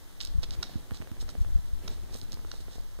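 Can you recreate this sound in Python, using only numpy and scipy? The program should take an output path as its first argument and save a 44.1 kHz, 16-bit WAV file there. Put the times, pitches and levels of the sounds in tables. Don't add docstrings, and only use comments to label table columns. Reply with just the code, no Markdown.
import sys
import numpy as np
from scipy import signal
from scipy.fft import rfft, irfft, next_fast_len
from scipy.io import wavfile
from scipy.ndimage import map_coordinates

SR = 44100
rng = np.random.default_rng(int(sys.argv[2]) if len(sys.argv) > 2 else 0)


def put_to_file(sound):
    columns = np.atleast_2d(sound).T
    safe = np.clip(columns, -1, 1)
    whole_steps = np.round(safe * 32767)
    wavfile.write(sys.argv[1], SR, whole_steps.astype(np.int16))


N = 132300
BITE_HZ = 3750


def amp(db):
    return 10 ** (np.asarray(db) / 20)


def unit(x):
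    return x / np.sqrt(np.mean(x ** 2) + 1e-20)


def clock():
    return np.arange(N) / SR


def along(points, hz):
    f, v = np.transpose(points)
    return np.interp(np.log(hz + 1), np.log(f + 1), v)


def curve(rows):
    return np.interp(clock(), *np.transpose(rows))


def wobble(knots_per_s):
    return map_coordinates(rng.standard_normal(1024), [clock() * knots_per_s], mode="mirror")


def filtered(x, response):
    size = next_fast_len(N + SR // 2)
    return irfft(rfft(x, size) * response(np.fft.rfftfreq(size, 1 / SR)), size)[..., :N]


def noise(tone):
    return unit(filtered(rng.standard_normal(N), lambda hz: amp(along(tone, hz))))


def tilted_db(tone, hz, db_per_oct, knee_hz):
    return along(tone, hz) + db_per_oct * np.log2(1 + (hz / knee_hz) ** 2) / 2


def impact(tone, db_per_oct=0, knee_hz=BITE_HZ, ripple_db=0, size=4096):
    hz = np.fft.rfftfreq(size, 1 / SR)
    ripple = map_coordinates(rng.standard_normal(128), [hz / 330], mode="mirror")
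    colour = amp(tilted_db(tone, hz, db_per_oct, knee_hz) + ripple_db * ripple)
    cepstrum = irfft(np.log(colour))
    cepstrum[1:size // 2] *= 2
    cepstrum[size // 2 + 1:] = 0
    pulse = irfft(np.exp(rfft(cepstrum)))
    return pulse / np.abs(pulse).max()


def add(track, start_s, x):
    part = track[max(round(start_s * SR), 0):][:len(x)]
    part += x[:len(part)]


# t/s, peak/dB
THUDS = [(0.7562, -19.5), (0.916, -23), (1.002, -27.5), (1.025, -33.5), (1.115, -26), (2.229, -33),
         (2.336, -32), (2.45, -34), (2.991, -32)]
# t/s, peak/dB, tilt/(dB/oct)
TAPS = [(0.4313, -29.5, -2), (0.4373, -29.5, 1.5), (.551, -34, 6.5), (0.6948, -35, -1.5),
        (0.9095, -25.5, 5), (0.919, -28.5, -2), (0.944, -33, 1), (1.0156, -30, 4.5), (1.0219, -28, 3.5),
        (1.0734, -33, 2), (1.1161, -30, 9), (1.1689, -33.5, 1), (1.227, -30.5, -3.5), (1.282, -38, 3),
        (1.2899, -34, 4.5), (1.3525, -28.5, -1.5), (1.4481, -31, 0), (2.1527, -26, -5.5),
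        (2.3721, -31.5, -1), (2.3928, -32.5, -7), (2.4488, -29.5, -1), (2.540, -31.5, -0.5),
        (2.604, -34.5, -2.5), (2.683, -30.5, -6), (2.7568, -32, -7), (2.7827, -30.5, -4.5),
        (2.990, -28.5, -5)]
# f/Hz, level/dB
THUD_TONE = [(20, -41.5), (60, 6.5), (105, 4), (180, -4), (300, -7), (600, -41.5), (1500, -50),
             (8000, -100)]
TAP_TONE = [(50, 2), (200, 7), (500, 3.5), (900, -8), (1500, -9.5), (2500, -12), (4000, -28), (9000, -47),
            (16000, -48)]
CRUMB_TONE = [(100, -40), (300, 3.5), (500, -7), (850, -3), (1500, -29), (4000, -24)]


def hooves(crumb_db=-22.5, crumb_decay_s=0.0068):
    out, crumble = np.zeros(N), np.zeros(N)
    t = np.arange(SR // 10) / SR
    for s, db in THUDS:
        add(out, s, amp(db) * impact(THUD_TONE))
    for s, db, tilt in TAPS:
        add(out, s, amp(db) * impact(TAP_TONE, tilt, knee_hz=278, ripple_db=3))
        add(crumble, s, amp(db + crumb_db) * np.exp(-t / crumb_decay_s))
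    return out + crumble * noise(CRUMB_TONE)


# t/s, peak/dB, tilt/(dB/oct)
SNAPS = [(0.2044, -18.5, -6), (0.21, -18.5, -11), (0.2135, -19.5, 0), (0.229, -32, 5), (0.2338, -27, -2),
         (0.2507, -19.5, 9.5), (0.2602, -29, 2), (.273, -28, -1), (0.432, -23, 1), (.436, -22, -7),
         (0.4419, -25, -12), (0.508, -22, -1), (1.2111, -31, 4.5), (2.143, -27, 3), (2.215, -28.5, 4),
         (2.321, -25.5, 6.5), (2.33, -29, 8), (2.3425, -29, 9.5)]
# f/Hz, level/dB
SNAP_TONE = [(200, -43), (1400, -19), (2400, -7), (3200, -1.5), (3950, 5.5), (5300, 3.5), (6600, -7),
             (8000, -15), (16000, -28.5)]


def snaps(tear_db=-26.5, tear_decay_s=0.0022):
    out, t = np.zeros(N), np.arange(SR // 100) / SR
    for s, db, tilt in SNAPS:
        force = amp(tear_db) * np.exp(-t / tear_decay_s) * rng.standard_normal(len(t)) / 2
        force[0] = 1
        add(out, s, amp(db) * np.convolve(force, impact(SNAP_TONE, tilt, ripple_db=3)))
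    return out


# t/s, level/dB, contact/s, ring gain/dB
CLACKS = [(.6276, -23, 0.0037, -0.5), (1.2889, -38.5, 0.0052, 0), (1.878, -30, 0.0036, -4),
          (2.5143, -32.5, 0.0024, 0.5)]
# f/Hz, level/dB
STONE_MODES = [(1390, -7), (3880, -1), (4280, -6)]
# f/Hz, level/dB
GRIT_TONE = [(100, -15), (800, -3.5), (1500, -7), (2100, -2.5), (4000, -3.5), (5700, 3.5), (6800, -6),
             (7600, -13.5), (16000, -39)]


def clacks(grate_decay_s=0.0012, ring_decay_s=0.0013, detune=0.017):
    t, force, ring = np.arange(SR // 20) / SR, np.zeros(N), np.zeros(N)
    for s, db, contact_s, ring_db in CLACKS:
        after_s = np.maximum(t - contact_s, 0)
        add(force, s, amp(db) * np.exp(-after_s / grate_decay_s))
        envelope = np.minimum(t / contact_s, 1) * np.exp(-after_s / ring_decay_s)
        for hz, mode_db in STONE_MODES:
            cycles = hz * (1 + detune * rng.standard_normal()) * t + rng.random()
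            add(ring, s, amp(db + ring_db + mode_db) * envelope * np.sin(2 * np.pi * cycles))
    return ring + amp(-6) * force * noise(GRIT_TONE)


# centre t/s, level/dB, half width/s, tilt/(dB/oct)
SCUFFS = [(0.219, -42.5, 0.0068, -2), (0.257, -50, 0.028, -6), (0.438, -44, 0.01, -9),
          (0.535, -44, 0.012, -10.5), (0.637, -44, 0.0081, -14), (0.67, -44.5, 0.0035, -16),
          (0.719, -55.5, 0.07, -13), (0.958, -46, 0.016, -7.5), (1.215, -46, 0.0096, -0.5),
          (1.303, -48.5, 0.0084, -2), (1.418, -54, 0.011, 5), (1.914, -52.5, 0.032, -6),
          (2.149, -48, 0.022, -0.5), (2.18, -51, 0.019, 11.5), (2.235, -51.5, 0.0043, 6),
          (2.33, -51.5, 0.012, -1), (2.544, -55, 0.038, -6), (2.609, -51, 0.0046, 1),
          (2.734, -52, 0.024, -5.5)]
# f/Hz, level/dB
STRAW_TONE = [(300, -8.5), (1400, -12), (2500, -11), (3200, -7), (3850, 3), (4500, -1), (5400, 0.5),
              (6600, -7), (7700, -2), (9000, -13.5), (15500, -21)]


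def straw(grains_per_s=4000):
    t, out = clock(), np.zeros(N)
    grains = (rng.random(N) < grains_per_s / SR) * rng.standard_normal(N)
    grains *= amp(2 * np.minimum(rng.exponential(size=N), 4))
    for s, db, half_s, tilt in SCUFFS:
        near = slice(round(s * SR) - SR // 8, round(s * SR) + SR // 8)
        hz = np.fft.rfftfreq(len(t[near]), 1 / SR)
        colour = amp(tilted_db(STRAW_TONE, hz, tilt, BITE_HZ))
        crackle = unit(irfft(rfft(rng.permutation(grains[near])) * colour))
        out[near] += amp(db) * np.exp(-((t[near] - s) / half_s) ** 2 / 2) * crackle
    return out + amp(-63) * unit(filtered(grains, lambda hz: amp(along(STRAW_TONE, hz))))


def litter(from_s=2.05, to_s=2.85, count=22, straw_db=-46, earth_db=-42.5, spread_db=3):
    out = np.zeros(N)
    for tone, db in (SNAP_TONE, straw_db), (TAP_TONE, earth_db):
        for s in rng.uniform(from_s, to_s, count):
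            add(out, s, amp(db + spread_db * rng.standard_normal()) * impact(tone, ripple_db=4))
    return out


# t/s, level/dB
SHUFFLE = [(0, -61), (.4, -57.5), (.6, -49), (.7, -53.5), (.82, -54.5), (1.15, -56.5), (1.42, -55),
           (1.72, -60.5), (1.8, -57), (1.855, -45.5), (1.92, -50), (2.02, -55.5), (2.3, -55.5), (2.62, -60),
           (3, -66)]
# f/Hz, level/dB
SHUFFLE_TONE = [(40, -0.5), (120, 4), (200, 2), (350, 1.5), (520, -4), (800, -7.5), (1400, -16.5),
                (2400, -17), (6000, -26.5)]


def shuffle():
    shared = amp(-4) * noise(SHUFFLE_TONE)
    level = amp(curve(SHUFFLE) + 1.8 * wobble(45.54))
    sides = np.array([amp(db) * noise(SHUFFLE_TONE) for db in (-6, -4.5)])
    return level * (shared + sides)


# t/s, level/dB
BUFFET = [(0, -45.5), (.18, -45), (.25, -33), (.38, -29.5), (.5, -28.5), (.62, -41), (.82, -40.5),
          (1.14, -47), (1.22, -29), (1.33, -36.5), (1.5, -27), (1.62, -34.5), (1.9, -32), (2.3, -37.5),
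          (2.72, -36.5), (2.92, -40.5)]
# t/s, peak/dB, f/Hz
PUFFS = [(0.359, -17, 36.5), (0.388, -12.5, 57), (0.591, -19.5, 64.6), (1.385, -22.5, 58),
         (1.417, -12, 57.4), (1.559, -8.5, 53.7), (1.589, -18, 69), (1.736, -19.5, 48.6)]
# f/Hz, level/dB
WIND_TONE = [(8, 2.5), (20, 2.5), (50, -2.5), (90, -7.5), (150, -23), (300, -38), (700, -83), (3000, -106)]
FLUTTER_TONE = [(60, 6), (130, 10), (200, 8), (300, -30), (600, -30), (2000, -70)]


def wind():
    t, level = clock(), amp(curve(BUFFET))
    rumble = level * amp(1.3 * wobble(9)) * noise(WIND_TONE)
    flutter = amp(-17) * noise(FLUTTER_TONE)
    for s, db, hz in PUFFS:
        cycles = (t - s) * hz
        envelope = amp(db) / (1 + (cycles / 0.55) ** 2) ** 2
        rumble += envelope * (np.cos(2 * np.pi * cycles) + flutter)
    right = -amp(-2.5) * rumble + amp(-10.5) * level * noise(WIND_TONE)
    return np.array([rumble, right])


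# f/Hz, level/dB
GRASS_TONE = [(50, 12.5), (300, 9.5), (800, 2), (1400, 0.5), (2000, 1.5), (2600, -6), (3200, 0),
              (3900, -3.5), (5000, -6.5), (6600, -4), (7600, -9), (8700, -6), (10500, -7), (15500, -7)]
# f/Hz, correlation
GRASS_LIKENESS = [(100, -1.92), (600, -0.21), (1300, 1), (2400, -0.96), (3700, 0.37), (6000, 0.17),
                  (15000, -0.031)]


def grass(level_db=-55.5):
    def mid_side_gains(hz):
        angle = np.arccos(np.clip(along(GRASS_LIKENESS, hz), -1, 1)) / 2
        return np.array([np.cos(angle), np.sin(angle)])

    mid, side = filtered(np.array([noise(GRASS_TONE), noise(GRASS_TONE)]), mid_side_gains)
    return amp(level_db + 0.57 * wobble(4.3)) * unit(np.array([mid + side, mid - side]))


# f/Hz, T60/s
YARD_T60 = [(200, 0.11), (1500, 0.04), (3900, 0.47), (5500, 0.32), (12000, 0.13)]


def yard(x):
    hz, t, spectra = signal.stft(rng.standard_normal((2, SR // 2)), SR, nperseg=256)
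    decay = amp(-60 * t / along(YARD_T60, hz)[:, None])
    tail = signal.istft(spectra * decay, SR, nperseg=256)[1]
    tail /= np.linalg.norm(tail[0])
    return signal.fftconvolve(x[None], tail, axes=1)[:, :N] * amp([[-2.5], [0]])


# f/Hz, level/dB
LEFT_DB = [(60, -2.5), (250, -7.5), (600, -5.5), (1300, -5), (2400, -4), (4400, -11.5), (8000, 2),
           (15000, 1.5)]
# f/Hz, phase lead/rad
LEFT_LEAD_RAD = [(350, -3.3), (850, -6.2), (1650, -6.1), (2100, -9.6), (2600, -9.8), (3100, -12.3),
                 (4250, -12.3), (4600, -14.8), (5400, -15.3), (7800, -22.3), (10200, -28.3), (16000, -42.5)]


def stereo(x):
    left = filtered(x, lambda hz: amp(along(LEFT_DB, hz)) * np.exp(1j * along(LEFT_LEAD_RAD, hz)))
    return np.array([left, x])


def scene():
    crisp = snaps() + clacks() + straw() + litter()
    dull = hooves()
    goats = stereo(crisp + dull) + shuffle()
    scatter = yard(amp(-16) * crisp + amp(-15) * dull)
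    return goats + scatter + wind() + grass()


def record(dry):
    return filtered(dry, lambda hz: hz < 15600)


dry = scene()
out = record(dry)
put_to_file(out)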